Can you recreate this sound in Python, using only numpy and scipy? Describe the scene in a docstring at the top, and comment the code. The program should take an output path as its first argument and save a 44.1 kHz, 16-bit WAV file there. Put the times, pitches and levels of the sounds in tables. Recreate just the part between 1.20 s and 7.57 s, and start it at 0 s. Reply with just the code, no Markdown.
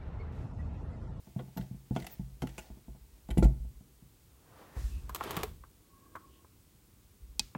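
"""Inside a quiet parked car, gloved hands work a small timer into its mount on a padded metal bar.
The bar thumps and the plastic case clicks; just after 2 seconds it seats with a double knock
that makes the cabin air boom. At about 3.5 seconds sleeves swish and the hands drop to the
steering wheel, then slide on it with small snaps and faint squeaks.
Just after 6 seconds a button is pressed and clicks."""
import sys
import numpy as np
from scipy import signal
from scipy.fft import rfft, irfft, next_fast_len
from scipy.io import wavfile
from scipy.ndimage import uniform_filter1d

SR = 44100
rng = np.random.default_rng(int(sys.argv[2]) if len(sys.argv) > 2 else 0)


def inscribe(sig):
    """Save sig as 16-bit PCM at rate SR to the path in sys.argv[1].

    A 1-D sig is mono; a 2-D sig holds one channel per row.
    Samples are clipped to [-1, 1] before scaling.
    """
    pcm = np.round(np.clip(np.atleast_2d(sig).T, -1, 1) * 32767)
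    wavfile.write(sys.argv[1], SR, pcm.astype(np.int16))


N = 280917
HIT_T = np.arange(SR // 2) / SR   # the clock of a single blow, in seconds
LAND_S = 3.585   # the hands reach the wheel

# Pushes on the mount, bar and wheel. Each row: start in seconds, relative bar level in dB,
# relative cabin boom level in dB, hardness in Hz (higher sounds brighter).
PUSHES = [(0.072, -46.5, -58, 347), (0.1616, -29.5, -55, 208), (0.187, -44, -48, 330),
          (0.197, -39, -49, 530), (0.283, -48, -59, 276), (0.365, -37.5, -45, 302),
          (0.376, -34.5, -47, 406), (0.395, -31, -43, 210), (0.510, -36, -65, 162),
          (0.544, -42, -52, 220.5), (0.709, -26.5, -42, 245), (0.7631, -27.5, -55, 497),
          (0.821, -44, -48, 218), (0.995, -32, -39.5, 188), (1.2228, -34.5, -47, 490),
          (1.238, -36.5, -49, 330), (1.383, -44, -48.5, 634), (1.502, -45.5, -43.5, 352),
          (1.571, -49, -61, 300), (1.682, -42.5, -43.5, 330), (1.749, -54, -67, 462), (2.09, -36, -46, 387),
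          (2.108, -36, -29.5, 340), (2.172, -31, -22.5, 247), (2.184, -17.5, -53, 218),
          (2.2256, -24, -20, 330), (2.252, -19.5, -48, 252), (2.449, -46, -41, 280), (2.607, -50, -79, 240),
          (2.823, -50.5, -65, 192), (3.566, -52, -33, 380), (6.198, -43, -45.5, 262),
          (6.355, -34.5, -56, 336)]
# Heavy, soft bumps. Each row: start in seconds, first level in dB, seconds between rebounds,
# loss per rebound in dB.
SOFT_BUMPS = [(1.026, -41.5, 0.087, 0.5), (1.80, -46.5, 0.12, 1), (2.2386, -15.5, .152, 15),
              (3.63, -25, 0.092, 6), (4.262, -40, .063, 5), (6.011, -41, .068, 1.5)]
# Contacts that ring one note of the mount, case or wheel. Each row: start in seconds, level in dB,
# pitch in Hz, seconds to fade by 60 dB.
RINGING_CONTACTS = [(0.710, -28.5, 131.3, 0.34), (0.868, -44.5, 2700, 0.017), (1.221, -47, 3150, 0.052),
                    (2.108, -57.5, 2300, 0.076), (1.224, -31, 171.5, 0.09), (1.239, -28, 258, 0.033),
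                    (2.1736, -23, 347, 0.029), (2.2257, -19.5, 325, 0.051), (2.227, -31.5, 532, 0.1),
                    (2.226, -40, 1385, 0.066), (4.171, -32.5, 168, 0.073), (4.238, -33.5, 426, 0.069),
                    (6.352, -55, 2590, 0.05)]
# The plastic case catching on the mount. Each row: start in seconds, level in dB, brightness in Hz,
# rattle length in seconds.
CASE_CATCHES = [(0.191, -50, 2370, 0.014), (0.373, -44.5, 6250, 0.0068), (0.411, -54.5, 5500, 0.0025),
                (0.752, -53, 8950, 0.00092), (0.762, -40.5, 4170, 0.0076), (0.8685, -44.5, 15000, 0.0017),
                (1.22, -44, 8500, 0.016), (1.2715, -47, 7500, 0.0033), (1.292, -57.5, 7000, 0.0036),
                (1.38, -42, 11100, 0.0096), (2.087, -59.5, 8260, 0.005), (2.105, -44.5, 10300, 0.012),
                (2.174, -48, 6040, 0.015), (2.179, -43.5, 15000, 0.013), (2.227, -42.5, 8750, 0.024),
                (2.244, -47, 15000, 0.006)]
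# The grip snapping on the wheel, and a fingertip on the case. Each row: start in seconds,
# relative level of the hollow knock in dB, relative level of the sharp tick in dB.
GRIP_SNAPS = [(3.894, -60, -42), (3.9476, -30.5, -27.5), (3.959, -33.5, -36), (4.009, -24.5, -51),
              (4.038, -34.5, -37.5), (4.108, -31.5, -31.5), (4.167, -28.5, -29.5), (4.173, -28, -47),
              (4.233, -25.5, -28), (4.956, -57, -51), (6.350, -29, -70)]
# Small taps in the cabin. Each row: start in seconds, level in dB, brightness in Hz.
CABIN_TAPS = [(3.894, -39, 1320), (4.010, -34, 900), (4.437, -49, 1500), (4.953, -39, 1730),
              (4.961, -44.5, 1290), (5.245, -57, 760)]
# A rubber glove squeaking on the case. Each row: middle in seconds, relative level in dB,
# pitch in Hz, speed of the flutter in Hz, fade time on either side in seconds.
CASE_SQUEAKS = [(0.379, -49, 12100, 200, .008), (0.870, -52, 11000, 500, .004),
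                (0.928, -49.5, 15200, 900, .016)]
# The gloves shifting their grip. Each row: loudest moment in seconds, relative level in dB.
GRIP_SHIFTS = [(0.06, -68), (0.17, -68), (0.25, -75), (0.4, -57), (0.775, -54), (0.9, -55.5), (1.29, -58.5),
               (1.41, -54.5), (1.96, -70), (2.24, -63)]
# Sleeves swishing as the arms drop. Each row: loudest moment in seconds, level in dB,
# rise in dB per second, fall in dB per second.
SLEEVE_SWISHES = [(3.41, -55.5, 81, 61), (3.573, -54, 404, 236), (3.88, -67, 83, 44)]
# A glove catching on the rim. Each row: time it reaches full level in seconds, relative level in dB,
# pitch in Hz, width in Hz, hold time in seconds.
RIM_SQUEAKS = [(3.573, -57, 1800, 260, 0.034), (3.735, -63, 2650, 300, 0.044),
               (4.75, -61.5, 1097, 45, 0.022), (4.854, -59.5, 1100, 50, 0.032),
               (4.822, -69, 1628, 45, 0.042), (4.98, -62, 1088, 60, 0.076), (5.14, -68.5, 2950, 910, 0.024),
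               (5.18, -68.5, 1080, 70, 0.027)]

# Modes are the notes a thing rings at. Each row: pitch in Hz, width in Hz (wider dies sooner),
# relative level in dB.
BAR_MODES = [(132.3, 6.2, 7.5), (161.6, 33, -0.5), (188.2, 20.7, 2.5), (232.6, 15.4, -4.5),
             (257.5, 42, -23.5), (325.6, 9.4, -3.5), (387.3, 8.5, -6)]
BRACKET_MODES = [(367, 26, -1), (497, 50, -2), (654, 64, -1.5), (731, 23, -7.5), (856, 29, 0.5),
                 (1100, 100, -15.5), (1442, 22, 3)]
CABIN_AIR_MODES = [(54.8, 11.7, 12), (40.7, 21, -27), (96.5, 32, -2.5)]
CASE_MODES = [(737, 89, 8), (1417, 230, 0), (2020, 230, 5.5), (2700, 440, 3.5), (3220, 880, 1.5),
              (4550, 2700, -5.5), (7400, 1500, -2), (11100, 1100, -1), (15000, 680, 0)]
BUTTON_MODES = [(835, 78, -3), (1720, 550, -17), (2536, 46, 6), (3210, 92, 4.5), (3800, 180, 2),
                (4060, 210, 4), (4600, 410, 4), (4980, 220, 0), (5170, 200, -1), (5980, 180, 6),
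                (7300, 400, -3), (8000, 280, -3), (8450, 360, -11), (10300, 700, -10), (11100, 520, -15),
                (14900, 2200, -24)]
HOLLOW_KNOCK_MODES = [(415, 300, -0.5), (735, 88, 5.5), (1037, 290, 6.5), (1405, 450, -0.5), (1596, 94, 2),
                      (2370, 1100, -3), (3520, 1600, -9.5)]
SHARP_TICK_MODES = [(3300, 1300, 0.5), (5500, 4100, -0.5), (7600, 3100, 0.5), (12100, 1400, 0.8),
                    (16300, 2900, -3.5)]
TAP_MODES = [(330, 330, -5), (833, 78, 1), (1080, 132, 6), (1300, 125, 5), (1560, 340, 0)]

# A colour says how much bass and treble a noise has. Each row: frequency in Hz, relative level in dB.
WHEEL_SHAKE_COLOUR = [(40, 0), (65, 4.5), (110, -9.5), (170, -16), (400, -27.5), (900, -63)]
BUTTON_TAIL_COLOUR = [(1200, -9), (2500, -5), (4500, 0), (7500, -6.5), (11000, -13), (16000, -15)]
GLOVE_RUSTLE_COLOUR = [(300, 0), (600, 9.5), (900, 8), (1200, -8.5), (1900, 3.5), (2800, -2), (5500, -2),
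                       (8000, -6), (12000, -12), (16000, -0.5)]
SWISH_COLOUR = [(150, 4), (400, 8), (1100, 5), (2000, -4), (3500, -11), (8000, -20)]
RIM_BRUSH_COLOUR = [(800, -11), (1400, 0), (1850, -1), (2200, -2), (2750, 0), (3600, 1), (7500, 0.5),
                    (12000, -4.5), (16000, -7.5)]
RIM_SLIDE_COLOUR = [(53, -36.5), (90, -2), (266, -9), (393, 1), (568, -9.5), (1110, -7), (1540, -13.5),
                    (3510, -18.5), (4360, -23.5), (5900, -29), (13700, -33), (16000, -42)]
HUSH_COLOUR = [(15, -40), (25, -9), (64, -0.5), (157, -11), (185, -13.5), (242, -15), (317, -16.5),
               (439, -20.5), (641, -29), (1100, -28), (1790, -33), (2050, -31.5), (5730, -32.5),
               (14400, -31.5), (16000, -28)]

# Faint, steady electronic tones. Each row: pitch in Hz, level in dB.
WHINE_TONES = [(6751, -89), (7876, -89), (8253, -88), (8624, -89), (13501, -88), (14998, -89)]


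def mount_thumps(bar_db, boom_db, knock_db):
    """Each push rings the padded bar, the bracket and the cabin air; soft pushes sound duller."""
    out = np.zeros(N)
    firm_hz, knock_db_per_octave = 300, 13   # a harder push rattles the bracket more
    for s, push_db, air_db, hard_hz in PUSHES:
        push = contact(early_db=-9, early_t60=.09, late_db=-12, late_t60=.45)
        rap = contact(early_db=-2, early_t60=.06, late_db=-9, late_t60=.35)
        bar = resonate(low_pass(push, hard_hz, order=3), BAR_MODES, sign=1)
        bracket = resonate(low_pass(rap, 600 + hard_hz, order=5), BRACKET_MODES, sign=1)
        rattle_db = push_db + knock_db_per_octave * np.log2(hard_hz / firm_hz)
        add_blow(out, s, push_db + bar_db, bar)
        add_blow(out, s, rattle_db + knock_db, bracket)
        add_blow(out, s, air_db + boom_db, cabin_boom(soft_hz=107))
    return out


def cabin_boom(soft_hz):
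    """The air in the cabin rings at its lowest notes after a soft push."""
    push = contact(early_db=-14, early_t60=.2, late_db=-11, late_t60=.8)
    return resonate(low_pass(push, soft_hz), CABIN_AIR_MODES, sign=1)


def bumps(push_s):
    """The mount seating home and arms landing on the wheel: soft pushes that rebound and die away."""
    out = np.zeros(N)
    push = np.sin(np.pi * np.minimum(HIT_T / push_s, 1)) ** 2
    sway = resonate(push, CABIN_AIR_MODES)
    for start, first_db, step_s, loss_db in SOFT_BUMPS:
        for s, db in series(start, first_db, step_s, -loss_db, count=4):
            add_blow(out, s, db, sway)
    return out


def clunks():
    """Each contact rings one note, slightly blurred by reflections."""
    out = np.zeros(N)
    for s, db, hz, t60 in RINGING_CONTACTS:
        ring = np.sin(2 * np.pi * hz * HIT_T) * from_db(-60 * HIT_T / t60)
        reflections = contact(early_db=-10, early_t60=.08, late_db=-18, late_t60=.35)
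        add_blow(out, s, db, signal.fftconvolve(ring, reflections)[:len(HIT_T)])
    return out


def case_clicks(slips_per_s, slip_size):
    """Plastic catches, then stutters through smaller slips; each spot favours different notes."""
    out = np.zeros(N)
    # The case also judders along the mount in four even catches, each a little firmer.
    judder_hz, judder_length_s = 7000, .001
    catches = series(s=0.8002, db=-50.5, step_s=0.0222, step_db=1.5, count=4)
    judder = [(s, db, judder_hz, judder_length_s) for s, db in catches]
    for s, db, bright_hz, length_s in CASE_CATCHES + judder:
        slipping = rng.random(len(HIT_T)) < slips_per_s / SR
        slips = slip_size * slipping * rng.standard_normal(len(HIT_T))
        stutter = (HIT_T == 0) + slips * np.exp(-(HIT_T / length_s) ** 2)
        reflections = contact(early_db=5, early_t60=0.036, late_db=-6, late_t60=0.25)
        rattle = signal.fftconvolve(stutter, reflections)[:len(HIT_T)]
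        modes = [(hz, width, level + rng.normal(0, 2)) for hz, width, level in CASE_MODES]
        add_blow(out, s, db, low_pass(resonate(rattle, modes), bright_hz))
    return out


def button_press(s, ring_db):
    """The switch dome snaps through with a crack and rings the small case; a faint tail follows."""
    out = np.zeros(N)
    crack_db, tail_db, tail_t60 = -10.5, -32.5, 0.41   # levels are relative to the ring
    snap = contact(early_db=-6.5, early_t60=0.03, late_db=-40, late_t60=0.13)
    ring = peak_one(resonate(snap, BUTTON_MODES))
    crack = from_db(crack_db) * peak_one(resonate(HIT_T == 0, [(7560, 4500, 0)]))
    tail = noise(BUTTON_TAIL_COLOUR)[:len(HIT_T)] * from_db(tail_db - 60 * HIT_T / tail_t60)
    add(out, s, from_db(ring_db) * (crack + ring + tail))
    return out


def grip_snaps(hollow_db, tick_db):
    """The grip snaps: a dry, hollow knock with a sharp tick on top."""
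    out = np.zeros(N)
    for s, hollow, tick in GRIP_SNAPS:
        knock = contact(early_db=-1, early_t60=.04, late_db=-12, late_t60=.2)
        crack = contact(early_db=7.5, early_t60=0.039, late_db=-5, late_t60=0.49)
        add_blow(out, s, hollow + hollow_db, resonate(low_pass(knock, hz=2300), HOLLOW_KNOCK_MODES))
        add_blow(out, s, tick + tick_db, resonate(crack, SHARP_TICK_MODES))
    return out


def taps():
    """Short, round, dry knocks with little treble."""
    out = np.zeros(N)
    for s, db, bright_hz in CABIN_TAPS:
        knock = contact(early_db=5, early_t60=0.052, late_db=-9.5, late_t60=0.4)
        add_blow(out, s, db, resonate(low_pass(knock, bright_hz), TAP_MODES))
    return out


def wheel_shake():
    """The weight of the arms shakes the wheel as they land, and again as the sliding hand stops."""
    lean = swell(LAND_S, db=-43, hold_s=0.3, rise_db_per_s=800, fall_db_per_s=143)
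    settle = swell(s=4.3, db=-42.5, hold_s=0, rise_db_per_s=62, fall_db_per_s=134)
    return (lean + settle) * noise(WHEEL_SHAKE_COLOUR)


def case_squeaks(level_db):
    """Rubber sticks and slips on the case, making brief, very high chirps."""
    out, t = np.zeros(N), np.arange(N) / SR
    for s, db, hz, flutter_hz, fade_s in CASE_SQUEAKS:
        flutter = rms_one(low_pass(rng.standard_normal(N), flutter_hz))
        loudness = from_db(db + level_db) * np.exp(-((t - s) / fade_s) ** 2)
        out += loudness * flutter * np.sin(2 * np.pi * hz * t)
    return out


def glove_rustle(level_db):
    """Gloves rub faintly while they hold the case, and louder whenever the grip shifts."""
    holding = swell(s=0, db=-74.5, hold_s=1.74, rise_db_per_s=0, fall_db_per_s=25)
    shifts = sum(swell(s, db, hold_s=0, rise_db_per_s=300, fall_db_per_s=134) for s, db in GRIP_SHIFTS)
    rub = coloured(friction(slips_per_s=3000, spread_db=3.5, hiss=0.46), GLOVE_RUSTLE_COLOUR)
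    return from_db(level_db) * (holding + shifts) * rub


def sleeve_swishes():
    """Sleeves swish as the arms drop."""
    loudness = sum(swell(s, db, 0, rise, fall) for s, db, rise, fall in SLEEVE_SWISHES)
    return loudness * noise(SWISH_COLOUR)


def rim_rubbing():
    """The gloves brush the rim, one hand slides along it, and a last light stroke follows."""
    brush = swell(LAND_S, db=-58.5, hold_s=0.086, rise_db_per_s=330, fall_db_per_s=68)
    brush *= noise(RIM_BRUSH_COLOUR)
    slide = swell(s=4.04, db=-42.5, hold_s=.17, rise_db_per_s=195, fall_db_per_s=204)
    slide *= coloured(friction(slips_per_s=2200, spread_db=2.5, hiss=0.52), RIM_SLIDE_COLOUR)
    stroke = swell(s=4.85, db=-66.5, hold_s=0.28, rise_db_per_s=37, fall_db_per_s=66)
    dull_rub = low_pass(rng.standard_normal(N), hz=660)
    stroke *= rms_one(resonate(dull_rub, [(300, 87, 0)]))
    return brush + slide + stroke


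def rim_squeaks(level_db):
    """A sliding glove catches on the rim and makes one thin, wavering note sing."""
    out = np.zeros(N)
    for s, db, hz, width, hold_s in RIM_SQUEAKS:
        mode = [(hz, width, 0)]
        note = rms_one(resonate(resonate(rng.standard_normal(N), mode), mode))
        out += swell(s, db + level_db, hold_s, rise_db_per_s=200, fall_db_per_s=200) * note
    return out


def cabin_hush(noise_db):
    """The still cabin, with the hiss and faint whine of electronics."""
    t = np.arange(N) / SR
    whine = sum(from_db(db) * np.sqrt(2) * np.sin(2 * np.pi * hz * t) for hz, db in WHINE_TONES)
    return from_db(noise_db) * noise(HUSH_COLOUR) + whine


def contact(early_db, early_t60, late_db, late_t60):
    """One sharp pulse, its reflections off the glass close by, and a late tail."""
    early = from_db(early_db) * dying_noise(early_t60)
    late = from_db(late_db) * dying_noise(late_t60)
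    return (HIT_T == 0) + early + late


def dying_noise(t60):
    """A burst of noise with energy 1 that fades by 60 dB in t60 seconds."""
    x = rng.standard_normal(len(HIT_T)) * from_db(-60 * HIT_T / t60)
    return x / np.linalg.norm(x)


def friction(slips_per_s, spread_db, hiss):
    """Tiny slips of uneven size over a smooth hiss."""
    slips = (rng.random(N) < slips_per_s / SR) * rng.choice([-1, 1], N)
    sizes = from_db(spread_db * np.minimum(rng.exponential(1, N), 4))
    return rms_one(slips * sizes) + hiss * rng.standard_normal(N)


def resonate(x, modes, sign=-1):
    """Ring all the modes; sign=-1 fills the gaps between their notes, sign=1 starts sharply."""
    out = 0
    for k, (hz, width, db) in enumerate(modes):
        decay = np.exp(-np.pi * width / SR)
        poles = [1, -2 * decay * np.cos(2 * np.pi * hz / SR), decay ** 2]
        gain = sign ** k * from_db(db) * (1 - decay ** 2) / 2
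        out = out + gain * signal.lfilter([1, 0, -1], poles, x + 1e-18)
    return out


def coloured(x, colour):
    """Give a noise a colour and an average level (rms) of 1."""
    hz, db = np.transpose(colour)
    size = next_fast_len(N)
    f = np.maximum(np.arange(size // 2 + 1) * SR / size, 1)
    gain = from_db(np.interp(np.log(f), np.log(hz), db))
    bass_fade = np.minimum(f / hz[0], 1) ** 2
    return rms_one(irfft(rfft(x, size) * gain * bass_fade, size)[:N])


def noise(colour):
    return coloured(rng.standard_normal(N), colour)


def swell(s, db, hold_s, rise_db_per_s, fall_db_per_s):
    """A loudness curve that reaches its level at time s, holds, and fades."""
    t = np.arange(N) / SR - s
    return from_db(db - rise_db_per_s * np.maximum(-t, 0) - fall_db_per_s * np.maximum(t - hold_s, 0))


def series(s, db, step_s, step_db, count):
    """Times and levels of evenly spaced contacts that grow or fade steadily."""
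    return [(s + k * step_s, db + k * step_db) for k in range(count)]


def low_pass(x, hz, order=2):
    return signal.sosfilt(signal.butter(order, min(hz, SR * 9 / 20), fs=SR, output="sos"), x)


def from_db(db):
    return 10 ** (np.asarray(db) / 20)


def rms_one(x):
    return x / np.sqrt(np.mean(x ** 2) + 1e-20)


def peak_one(x, size=176):
    """Scale a blow so that its loudest four milliseconds have an average level (rms) of 1."""
    return x / np.sqrt(uniform_filter1d(x ** 2, size).max() + 1e-20)


def add(track, s, sound):
    """Lay a sound into the track at time s."""
    at = int(np.clip(round(s * SR), 0, N - 1))
    track[at:at + len(sound)] += sound[:N - at]


def add_blow(track, s, db, sound):
    """Lay a blow into the track with its loudest part at the given level."""
    add(track, s, from_db(db) * peak_one(sound))


def scene():
    """The mount, the hands on the wheel and the button, over the hush of the cabin."""
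    mount = mount_thumps(bar_db=1.5, boom_db=3.0, knock_db=-12.0)
    case = case_clicks(slips_per_s=1500, slip_size=0.4) + case_squeaks(level_db=3.0)
    grip = grip_snaps(hollow_db=-5.5, tick_db=-5.5) + glove_rustle(level_db=-3.0)
    hands = sleeve_swishes() + rim_rubbing() + taps() + rim_squeaks(level_db=-4.5)
    jolts = bumps(push_s=.018) + wheel_shake() + clunks()
    button = button_press(s=6.1949, ring_db=-21)
    return (mount + case + grip + hands + jolts + button + cabin_hush(noise_db=-61))[None]


def record(dry):
    """Take away the deepest bass and cut the very highest treble steeply."""
    low_cut_hz, high_cut_hz = 39, 15900
    bass_cut = signal.butter(3, low_cut_hz, "high", fs=SR, output="sos")
    treble_cut = signal.ellip(12, .1, 80, high_cut_hz, fs=SR, output="sos")
    return signal.sosfilt(treble_cut, signal.sosfilt(bass_cut, dry))


dry = scene()
out = record(dry)
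inscribe(out)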